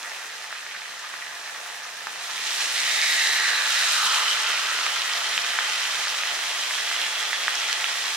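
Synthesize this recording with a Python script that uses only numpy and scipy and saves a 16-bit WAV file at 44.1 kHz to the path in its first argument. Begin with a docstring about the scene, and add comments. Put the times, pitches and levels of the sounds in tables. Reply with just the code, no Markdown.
"""Ribs frying in a steel pan

A kitchen, a stereo microphone close to the pan. A marinated rib fries in hot oil; after two seconds a
second rib is laid behind it and pressed down, and the sizzle grows. Steam bubbles of all sizes burst
along the meat, air pockets under the new rib ring at a sliding pitch, large bubbles pop and fat spits.
The pan rings faintly and the room answers, over a low rumble."""
import sys
import numpy as np
from scipy import signal
from scipy.fft import rfft, irfft, next_fast_len
from scipy.io import wavfile
from scipy.ndimage import uniform_filter1d, map_coordinates

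SR = 44100
rng = np.random.default_rng(int(sys.argv[2]) if len(sys.argv) > 2 else 0)


def wav_record(signal):
    """Record a signal, one row per channel, as 16-bit PCM in the file named by sys.argv[1]."""
    frames = np.transpose(np.atleast_2d(signal))
    bounded = np.clip(frames, -1, 1)
    # unit amplitude maps onto the largest positive 16-bit level
    quanta = np.round(bounded * 32767).astype(np.int16)
    wavfile.write(sys.argv[1], SR, quanta)


N = 359856
M = next_fast_len(N + SR // 2, True)  # FFT length, with room for the tails
TIME, HZ = np.arange(N) / SR, np.fft.rfftfreq(M, 1 / SR)
SIDES = np.array([[.5], [-.5]])  # shares a left-right difference between the two microphones


def amp(db):
    """Gain of a level in dB."""
    return 10 ** (np.asarray(db) / 20)


def unit(x):
    """x at rms 1."""
    return x / np.sqrt(np.mean(np.abs(x) ** 2) + 1e-20)


def along(points, hz):
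    """(Hz, value) points interpolated on a log frequency axis."""
    f, v = np.transpose(points)
    return np.interp(np.log(hz + 1), np.log(f + 1), v)


def curves(rows):
    """One value per sample for each column after the time."""
    times, *columns = np.transpose(rows)
    return [np.interp(TIME, times, column) for column in columns]


def wobble(rate):
    """A random curve through rate knots a second."""
    return map_coordinates(rng.standard_normal(int(N * rate / SR) + 4), [TIME * rate], order=1)


def mode(centre_hz, width_hz):
    """Spectrum of a causal resonance of gain 1 at its centre."""
    return 1j * HZ * width_hz / (centre_hz ** 2 - HZ ** 2 + 1j * HZ * width_hz)


def bursts(rate, spread_db, lag_s=0, width_s=0):
    """Stereo impulses, many small, few large, most pushing outwards; each has its own lag on the left."""
    when, sign, size, place = rng.random((4, int(rate * N / SR)))
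    size = np.sign(sign - .25) * amp(spread_db * np.minimum(-np.log(1 - size), 4.8))
    right = (when * N).astype(int)
    lag = SR * (lag_s + width_s * (2 * place - 1) ** 3)
    left = np.clip(right + np.round(lag).astype(int), 0, N - 1)
    return unit(np.array([np.bincount(left, size, N), np.bincount(right, size, N)]))


def rumble(rise_s=.073, fall_s=.018):
    """Faint, unsteady rumble of stove and room, only partly alike at the two microphones."""
    # spectrum of the rumble: (frequency [Hz], relative level [dB])
    tone = [(15, -2), (30, -8), (70, -12), (140, 0.5), (180, 6.5), (260, -3), (400, -48)]
    # its brief swells: (time [s], peak level [dB])
    swell_peaks = [(0.77, -73), (2.07, -85), (2.45, -71), (2.89, -62), (3.41, -77), (3.75, -77),
                   (4.07, -61), (4.2, -66), (4.68, -75), (5.38, -68), (6.02, -74)]
    both, left, right = rng.standard_normal((3, N))
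    noise = irfft(rfft([both + .8 * left, both + .8 * right], M) * amp(along(tone, HZ)), M)[:, :N]
    swells = sum(amp(db) * np.exp(-np.abs(TIME - s) / np.where(TIME < s, rise_s, fall_s))
                 for s, db in swell_peaks)
    return (amp(-73.5 + 2.5 * wobble(11)) + swells) * unit(noise)


def kitchen(x, tail_db, tails):
    """Direct sound, echoes and reverberation; several room tails take turns, crossfading thrice a second."""
    # echoes off nearby surfaces: (delay [s], level [dB])
    walls = [(.0012, -41), (.0088, -30), (0.017, -49)]
    # decay of the room: (frequency [Hz], time to fall 60 dB [s])
    decay = [(200, 0.51), (2000, 0.41), (10000, 0.15)]
    turn = TIME * 3 % tails
    wet = rfft(x, M) * (1 + sum(amp(db) * np.exp(-2j * np.pi * HZ * s) for s, db in walls))
    for k in range(tails):
        hz, t, noise = signal.stft(rng.standard_normal((2, SR // 3)), SR, nperseg=256)
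        tail = signal.istft(noise * amp(-60 * t / along(decay, hz)[:, None]), SR, nperseg=256)[1]
        tail = np.pad(tail / np.linalg.norm(tail[0]), ((0, 0), (400, 0)))  # arrives 9 ms late
        away = np.abs((turn - k + tails / 2) % tails - tails / 2)
        fade = np.cos(np.pi / 2 * np.minimum(away, 1))
        wet += amp(tail_db) * rfft(tail, M) * rfft(x.mean(0) * fade, M)
    return irfft(wet, M)[:, :N]


def steel_pan(spectrum):
    """The frying shakes the pan, whose modes ring along with the direct sound."""
    # modes of the pan: (frequency [Hz], width [Hz], level against the direct sound [dB])
    modes = [(146, 5.3, -24), (177, 13, -22), (250, 15, -2.5), (281.7, 4.7, 0.5), (354, 5.3, -39),
             (417, 9.2, -9), (624, 33, -13), (699, 26, 1.5), (870, 26, 4), (1016, 16, -4.5), (1125, 34, -6),
             (1216, 44, -4.5), (1350, 44, -9), (1686, 21, -14), (1758, 25, -10), (1915, 22, -7),
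             (2000, 18, -37), (2450, 23, -7.5), (2710, 12, -0.5), (2750, 19, -27), (3044, 24, -1)]
    return spectrum * (1 + sum(amp(db) * mode(hz, width_hz) for hz, width_hz, db in modes))


def spits(half_length_s=.011, width_hz=1300):
    """Hot fat spits and brief clumps of crackling bubbles: each time a brief, dense hiss around its own pitch.
    Returns a spectrum."""
    # spits of fat, and near 1.7 kHz early on brief clumps of crackling bubbles: (time [s], level [dB], pitch
    # [Hz])
    events = [(.03, -46, 6500), (.555, -37, 1750), (.75, -38, 1700), (1.0, -48, 7500), (1.045, -40, 1300),
              (1.14, -38, 1800), (1.225, -39, 1900), (1.475, -39, 1900), (1.84, -42, 5800),
              (2.47, -38, 6000), (3.02, -35, 6000), (3.2, -35, 5300), (3.73, -35, 6000), (3.98, -34, 5600),
              (4.47, -30, 3000), (4.502, -29, 1450), (4.535, -31, 1400), (4.965, -29, 1600),
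              (5.095, -31, 1950), (5.42, -38, 5400), (5.82, -36, 5600), (6.085, -36, 5200),
              (7.05, -31, 2200), (7.556, -33, 5500), (7.588, -36, 5900), (7.69, -37, 6000),
              (7.695, -31, 1950), (7.73, -34, 5500), (7.975, -31, 1950)]
    band_gain = np.sqrt(SR / width_hz / np.pi * 2)  # makes up for the power lost outside the band
    out = 0
    for s, db, hz in events:
        envelope = amp(db) * np.exp(-((TIME - s) / half_length_s) ** 2)
        hiss = envelope * bursts(rate=6000, spread_db=3, width_s=.00015)
        out = out + band_gain * mode(hz, width_hz) ** 2 * rfft(hiss, M)
    return out


def pocket(track, width_hz, rate, spread_db, lag_s):
    """Steam bursts ring an air pocket whose pitch follows its changing shape. Returns a spectrum."""
    pitch_hz, level_db = curves(track)
    kicks = bursts(rate, spread_db)[1] * np.exp(2j * np.pi * rng.random(N))
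    pole = np.exp(-np.pi * width_hz / SR)
    ring = signal.lfilter([1], np.poly([pole, pole]), kicks)
    ring *= np.exp(2j * np.pi * np.cumsum(pitch_hz) / SR)
    sounding = (TIME > track[0][0]) & (TIME < track[-1][0])
    surge_db = .8 * wobble(25)  # the steam comes through unevenly
    arrival = np.exp(-2j * np.pi * HZ * lag_s * SIDES)
    return arrival * rfft(amp(level_db + surge_db) * sounding * unit(ring.real), M)


def air_pockets():
    """Three pockets sing under the pressed rib; one patters under the near rib at the start."""
    # the course of each pocket: (time [s], pitch [Hz], level [dB])
    low = [(2.55, 2050, -69), (2.8, 2068, -33), (2.95, 2054, -31), (3.06, 2010, -26.5), (3.16, 1937, -29),
           (3.25, 1880, -27), (3.4, 1850, -27), (3.55, 1760, -26.5), (3.63, 1676, -31), (3.82, 1622, -29.5),
           (3.94, 1472, -32), (4.0, 1340, -29), (4.08, 1288, -28), (4.2, 1239, -29.5), (4.3, 1310, -37),
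           (4.5, 1378, -35), (4.7, 1400, -34), (4.95, 1381, -39), (5.3, 1360, -43), (5.9, 1292, -41.5),
           (6.5, 1328, -44.5)]
    high = [(2.7, 3525, -58), (2.9, 3700, -33), (3.25, 3875, -30), (3.45, 4030, -32), (3.58, 3970, -31),
            (3.68, 3940, -37), (3.78, 3890, -30.5), (4, 3945, -32), (4.2, 4067, -33), (4.45, 3780, -64)]
    side = [(3.84, 2910, -63), (3.98, 2910, -34), (4.1, 3050, -31), (4.16, 3053, -32), (4.24, 2971, -35),
            (4.29, 3000, -29), (4.322, 2973, -25), (4.34, 3060, -44), (4.38, 3123, -43), (4.48, 3080, -34),
            (4.62, 3106, -41), (5.1, 3150, -34.5), (5.9, 3127, -40), (6.5, 3263, -40), (7.2, 3297, -34),
            (8.16, 3297, -38.5)]
    near = [(0, 1764, -46.5), (1, 1771, -47.5), (2, 1751, -47.5), (2.5, 1750, -58)]
    return (pocket(low, width_hz=515, rate=4000, spread_db=1.5, lag_s=.00005)
            + pocket(high, width_hz=470, rate=3500, spread_db=2, lag_s=.00002)
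            + pocket(side, width_hz=390, rate=2500, spread_db=3, lag_s=.00001)
            + pocket(near, width_hz=410, rate=350, spread_db=2.5, lag_s=0))


def crackle(rate=45, spread_db=.94, scatter_octaves=.33, wander_db=3):
    """Lesser bubbles burst at random moments; returns them as rows for pops()."""
    # one row per rib: (start [s], weakest peak [dB], typical pitch [Hz], left-right [dB])
    ribs = [(0, -31.5, 1810, 8), (2.75, -22.5, 2800, -1)]
    count = int(rate * N / SR)
    rows = []
    for start_s, weakest_db, pitch_hz, balance_db in ribs:
        when, size = rng.random((count, 2)).T
        detune, place = rng.standard_normal((count, 2)).T
        peak_db = weakest_db - spread_db * np.log(1 - size)
        hz = pitch_hz * 2 ** (scatter_octaves * detune)
        spray_db = -15 + 9 * np.log2(hz / 2500)  # smaller bubbles spray more
        drawn = np.transpose([when * N / SR, peak_db, hz, balance_db + wander_db * place, spray_db])
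        rows += [row for row in drawn if row[0] > start_s + .01]
    return rows


def pops(pop_cycles=.9, snap_cycles=.5, far_from_s=2.15, far_lag_s=.00004):
    """A large bubble sucks in, snaps open, rings out and sprays droplets. Returns a spectrum."""
    # the largest bubbles, and broad snaps that hardly ring:
    # (time [s], peak [dB], pitch [Hz], left-right [dB], spray against the peak [dB])
    largest = [(0.0303, -21, 4200, 0, -9), (0.0363, -23.5, 1560, 0.0, -24.0),
               (0.0586, -20.5, 1910, -1.0, -26.0), (0.0971, -27.5, 5390, -1.0, -10.0),
               (0.1182, -20.5, 1880, -2.5, -22.0), (0.2268, -25.5, 2460, -0.5, -20.0),
               (0.4237, -21.0, 4430, -3.5, -15.0), (0.4437, -21.5, 1810, -5.0, -17.0),
               (0.464, -26.0, 2040, 0.5, -17.0), (0.5273, -15.5, 1680, -2.0, -25.0),
               (0.5515, -24.0, 1970, -1.5, -22.0), (0.6659, -19.0, 1910, -2.0, -24.0),
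               (0.721, -21.5, 2170, -2.5, -22.0), (0.75, -24.5, 1590, -2.0, -24.0),
               (0.7852, -28.0, 4960, -1.0, -13.0), (0.8199, -23.0, 2280, -4.0, -24.0),
               (0.8585, -23, 1850, -2.0, -28.0), (0.8807, -26.0, 1850, -6.0, -18.0),
               (0.994, -23.0, 5880, -3.0, -13.0), (1.0805, -25.5, 1960, -1.5, -19.0),
               (1.2191, -23.5, 2020, -2.0, -24.0), (1.2688, -23.5, 1910, -2.0, -22.0),
               (1.3309, -26.5, 1930, -1.5, -21.0), (1.4963, -24.5, 1480, 1.5, -24.0),
               (1.549, -25.0, 1830, -2.0, -23.0), (1.5676, -24.5, 1830, 0.0, -25.0),
               (1.633, -25.5, 6320, -2.5, -13.0), (1.6625, -25.0, 1360, 2.5, -23.0),
               (1.6913, -24.5, 1570, 1.0, -20.0), (1.748, -25.5, 1760, -1.5, -21.0),
               (1.8339, -25.0, 5620, -2.0, -13.0), (1.8528, -25.0, 6210, -0.5, -14.0),
               (2.1909, -21.0, 3840, 1.0, -17.0), (2.2421, -20.0, 3620, -5.0, -21.0),
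               (2.3054, -20.5, 2370, -6.0, -19.0), (2.3125, -21.0, 5950, -0.5, -12.0),
               (2.3613, -18.0, 3800, -4.0, -19.0), (2.3806, -15.5, 2420, -4.0, -20.0),
               (2.4632, -17.0, 3030, -7.0, -15.0), (2.4966, -18.0, 2760, -3.0, -20.0),
               (2.5074, -13.5, 4970, -1.0, -13.0), (2.6582, -11.0, 5750, -3.0, -17.0),
               (2.7769, -12.5, 4970, -1.5, -13.0), (2.8348, -13.0, 5450, -5.0, -12.0),
               (3.0163, -6.0, 4120, 0.5, -14.0), (3.1303, -11.5, 2000, -3.5, -13.0),
               (3.2725, -4.5, 4080, 0.5, -19.0), (3.2735, -9, 3900, 0.5, -22),
               (3.4, -10.5, 5230, -4.0, -13.0), (4.4658, -13.0, 3070, -4.5, -26.0),
               (4.5011, -13.0, 1550, -2.5, -23.0), (4.5766, -12.0, 2570, -3.5, -18.0),
               (4.7143, -12.5, 1730, -2.0, -20.0), (4.7885, -13.0, 1640, -3.5, -22.0),
               (5.1359, -11.0, 4880, -2.5, -15.0), (5.174, -11.5, 4120, -2.0, -17.0),
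               (5.3315, -15.0, 3360, 0.0, -27.0), (5.3788, -2.5, 2820, -1.5, -35.0),
               (5.4185, -13.0, 4760, -3.5, -14.0), (5.447, -15.5, 1790, -2.5, -25.0),
               (5.5053, -13.0, 3580, -4.5, -20.0), (5.5889, -4.5, 1650, -2.0, -31.0),
               (5.6079, -15.0, 3090, -0.5, -24.0), (5.6206, -15.0, 3180, -5.5, -23.0),
               (5.6481, -14.5, 2830, -3.0, -18.0), (5.699, -13.0, 2690, -2.5, -17.0),
               (5.7797, -15.0, 3420, -2.5, -18.0), (5.7985, -13.0, 3200, 0.0, -19.0),
               (5.8411, -11.0, 4530, -2.5, -18.0), (5.8528, -15.5, 3040, -1.0, -19.0),
               (5.918, -11.5, 3770, -2.5, -18.0), (5.9462, -14.0, 3220, -5.0, -20.0),
               (5.9659, -16.5, 5740, -0.5, -12.0), (6.0718, -15.0, 1620, -2.5, -26.0),
               (6.0828, -10.0, 4570, -2.5, -17.0), (6.2125, -12.5, 4530, -1.0, -15.0),
               (6.2357, -14.0, 2030, 0.0, -21.0), (6.2787, -15.5, 2970, 0.5, -24.0),
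               (6.3463, -13.5, 4120, 0.0, -15.0), (6.4392, -14.5, 2150, -3.0, -23.0),
               (6.4949, -15.0, 3010, -1.0, -22.0), (6.516, -15.0, 2350, -0.5, -23.0),
               (6.5775, -15.5, 2790, -2.5, -15.0), (6.7846, -14.0, 1780, -2.0, -26.0),
               (6.71, -14, 1600, -2, -23), (6.9015, -14, 3000, -2, -19), (6.9152, -12.0, 1620, -2.0, -22.0),
               (6.9281, -13.5, 2180, -4.0, -19.0), (6.964, -11.5, 3000, -1.0, -21.0),
               (7.0164, -9.5, 3440, -2.5, -21.0), (7.0396, -16.0, 2470, -4.0, -21.0),
               (7.0653, -17.5, 1970, -3.5, -17.0), (7.235, -14.5, 1990, -4.5, -20.0),
               (7.3313, -8, 1890, -4.5, -20.0), (7.475, -16.0, 3440, -4.5, -25.0),
               (7.4817, -4.0, 1680, -2.0, -29.0), (7.5339, -16.5, 3110, -3.5, -20.0),
               (7.5545, -11, 5330, -0.5, -9), (7.6421, -15.5, 2590, -4.5, -17.0),
               (7.7285, -14, 2600, -4, -14), (7.8029, -14.5, 2050, -4.5, -19.0),
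               (7.8436, -5, 2750, -3.0, -19.0), (7.9935, -17.0, 3400, -2.5, -20.0),
               (8.1486, -14.0, 4350, -3.0, -13.0)]
    snaps = [(0.7652, -20.5, 2300, -1.5, -15), (1.1378, -24, 1500, -3, -20), (1.1405, -22, 1700, -5, -19),
             (2.0708, -13, 1450, -1, -18), (4.8647, -5, 2700, -3, -13), (4.867, -13, 1600, -3, -20),
             (5.0198, -6, 3300, -2.5, -16), (7.6878, -8, 3400, -1, -14), (7.7292, -6, 4800, -3.5, -9)]
    rows = [(*row, pop_cycles) for row in crackle() + largest] + [(*row, snap_cycles) for row in snaps]
    rings, spray = np.zeros((2, 2, N + SR))
    offsets = np.arange(-60, 400)
    t = offsets / SR
    spray_envelope = np.exp(-np.abs(t) / np.where(t < 0, .0003, .001))
    for s, db, hz, balance_db, spray_db, decay_cycles in rows:
        lag_s = far_lag_s * (s > far_from_s)  # the far rib reaches the left microphone later
        cycles = hz * (t - lag_s * SIDES)
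        envelope = np.exp(-np.where(cycles < 0, (cycles / .5) ** 2, cycles / decay_cycles))
        gains = amp(db + balance_db * SIDES)
        at = round(s * SR) + offsets
        rings[:, at] += gains * envelope * np.cos(2 * np.pi * cycles)
        spray[:, at] += gains * amp(spray_db) * rng.standard_normal((2, len(t))) * spray_envelope
    return rfft(rings[:, :N], M) + 2 * mode(5600, width_hz=5000) ** 3 * rfft(spray[:, :N], M)


def sizzle(course, tone, rate_at_2khz, q, lag_s, width_s, boil_db, flicker_db):
    """Steam bubbles of eight sizes burst along the meat and ring a cycle or two. Returns a spectrum."""
    level_db, tilt_db = curves(course)
    tilt_db = np.clip(tilt_db, -.8, 2.2)
    pitches = 400 * 2.0 ** (.72 * np.arange(8))
    rings = [mode(hz, hz / q) ** 2 for hz in pitches]
    shape = amp(along(tone, HZ))
    fizz_rms = np.sqrt(np.mean(shape ** 2 * (HZ > 4500) * (HZ < 9000)))
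    colour = shape / fizz_rms / np.sqrt(sum(np.abs(ring) ** 2 for ring in rings) + 1e-12)
    boil = wobble(18)  # the oil boils up and calms for all sizes at once
    out = 0
    for hz, ring in zip(pitches, rings):
        flicker = (.7 * wobble(16) + wobble(30)) * np.sqrt(hz / 4000)  # small bubbles come in flurries
        flurry_db = boil_db * boil + flicker_db * flicker
        flurry_db -= uniform_filter1d(flurry_db, SR // 7)  # flurries last under a seventh of a second
        gain = amp(level_db + tilt_db * np.log2(hz / 6500) + flurry_db)
        bubbles = bursts(rate_at_2khz * max(hz, 1400) / 2000, spread_db=3, lag_s=lag_s, width_s=width_s)
        out = out + ring * rfft(gain * bubbles, M)
    return out * colour


def near_rib():
    """The first rib sizzles softly throughout, nearest the microphones."""
    # its sizzle: (time [s], 4.5-9 kHz fizz level [dB], tilt before limiting [dB/octave])
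    course = [(0.0, -44, -3.5), (0.722, -50, -22.5), (1.672, -45.5, -4), (1.95, -47.5, -4),
              (2.6, -41.5, -4)]
    # its spectrum: (frequency [Hz], relative level [dB])
    tone = [(24, -75), (60, -55), (130, -35), (300, -20), (500, -10.5), (850, -5), (1350, -4), (1750, -1.5),
            (2200, -9.5), (2700, -7), (3300, -18), (3800, -18), (4400, -14), (5900, -4), (7500, -9),
            (11000, -14), (15800, -24.5)]
    return sizzle(course, tone, rate_at_2khz=1200, q=1.09, lag_s=.000005, width_s=.00015,
                  boil_db=-.4, flicker_db=1.47)


def far_rib():
    """A faint sizzle further back swells to take the lead as the second rib is pressed into the oil."""
    # its sizzle: (time [s], 4.5-9 kHz fizz level [dB], tilt before limiting [dB/octave])
    course = [(1.95, -43.5, -2.5), (2.1, -41.5, 0), (2.42, -34.5, 0.5), (2.47, -31, 1), (2.7, -29.5, 1.4),
              (2.88, -28, 1), (3.2, -26.5, 3.5), (3.5, -30, -0.5), (3.65, -29.5, .5), (3.72, -26.5, 1),
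              (3.95, -25.5, 2), (4.2, -28, .5), (4.51, -31.5, -1.6), (5.54, -33, -0.9), (5.96, -31.5, -0.2),
              (6.24, -34, -1.1), (6.74, -32, 0.5), (7.36, -34, -2.9), (8.16, -32, 0.7)]
    # its spectrum: (frequency [Hz], relative level [dB])
    tone = [(24, -80), (100, -61), (250, -40.5), (500, -18), (900, -25), (1200, -5.5), (1980, 1),
            (2250, -2), (3300, 2.5), (4200, 1), (4800, -1.5), (5600, -2), (8000, -7), (12000, -19),
            (15800, -31.5)]
    return sizzle(course, tone, rate_at_2khz=1900, q=1.36, lag_s=.00004, width_s=.00016,
                  boil_db=.43, flicker_db=1.0)


def scene():
    """Both ribs, their pockets, spits and pops shake the pan and sound in the kitchen."""
    # ripple from reflections off the pan's rim and the meat: (frequency [Hz], gain [dB])
    rim = [(1000, 0), (1250, -1), (1450, -.5), (1950, 0), (2230, 0), (2500, .5), (2850, -1.5), (3150, -2.5),
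           (3550, -2), (4050, -0.5), (4400, -2), (4850, -1.5), (5200, 0), (5600, -1.5), (6000, -0.5),
           (6600, -1.5), (7300, -1), (7950, -2.5), (8450, 0), (9100, -0.5), (9550, -1.5), (10300, -0.5)]
    # balance between the two microphones: (frequency [Hz], left-right [dB])
    balance = [(60, 5), (110, -6), (200, 1.5), (380, 3.5), (700, 0.5), (1290, -1.5), (2380, -4), (4400, -1),
               (8120, -1.0), (15000, -3.5)]
    ribs = near_rib() + far_rib()
    bass_loss = HZ ** 2 / (HZ ** 2 + 550 ** 2)  # small sources radiate little bass
    steam = bass_loss * air_pockets()
    colour = amp(along(rim, HZ) + along(balance, HZ) * SIDES)
    frying = (ribs + spits() + steam) * colour + bass_loss ** .95 * pops()
    at_pan = irfft(steel_pan(frying), M)[:, :N]
    return kitchen(at_pan, tail_db=-8.5, tails=4) + rumble()


def record(dry):
    """The recorder keeps nothing above 15.83 kHz."""
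    return irfft(rfft(dry, M) * (HZ < 15830), M)[:, :N]


dry = scene()
out = record(dry)
wav_record(out)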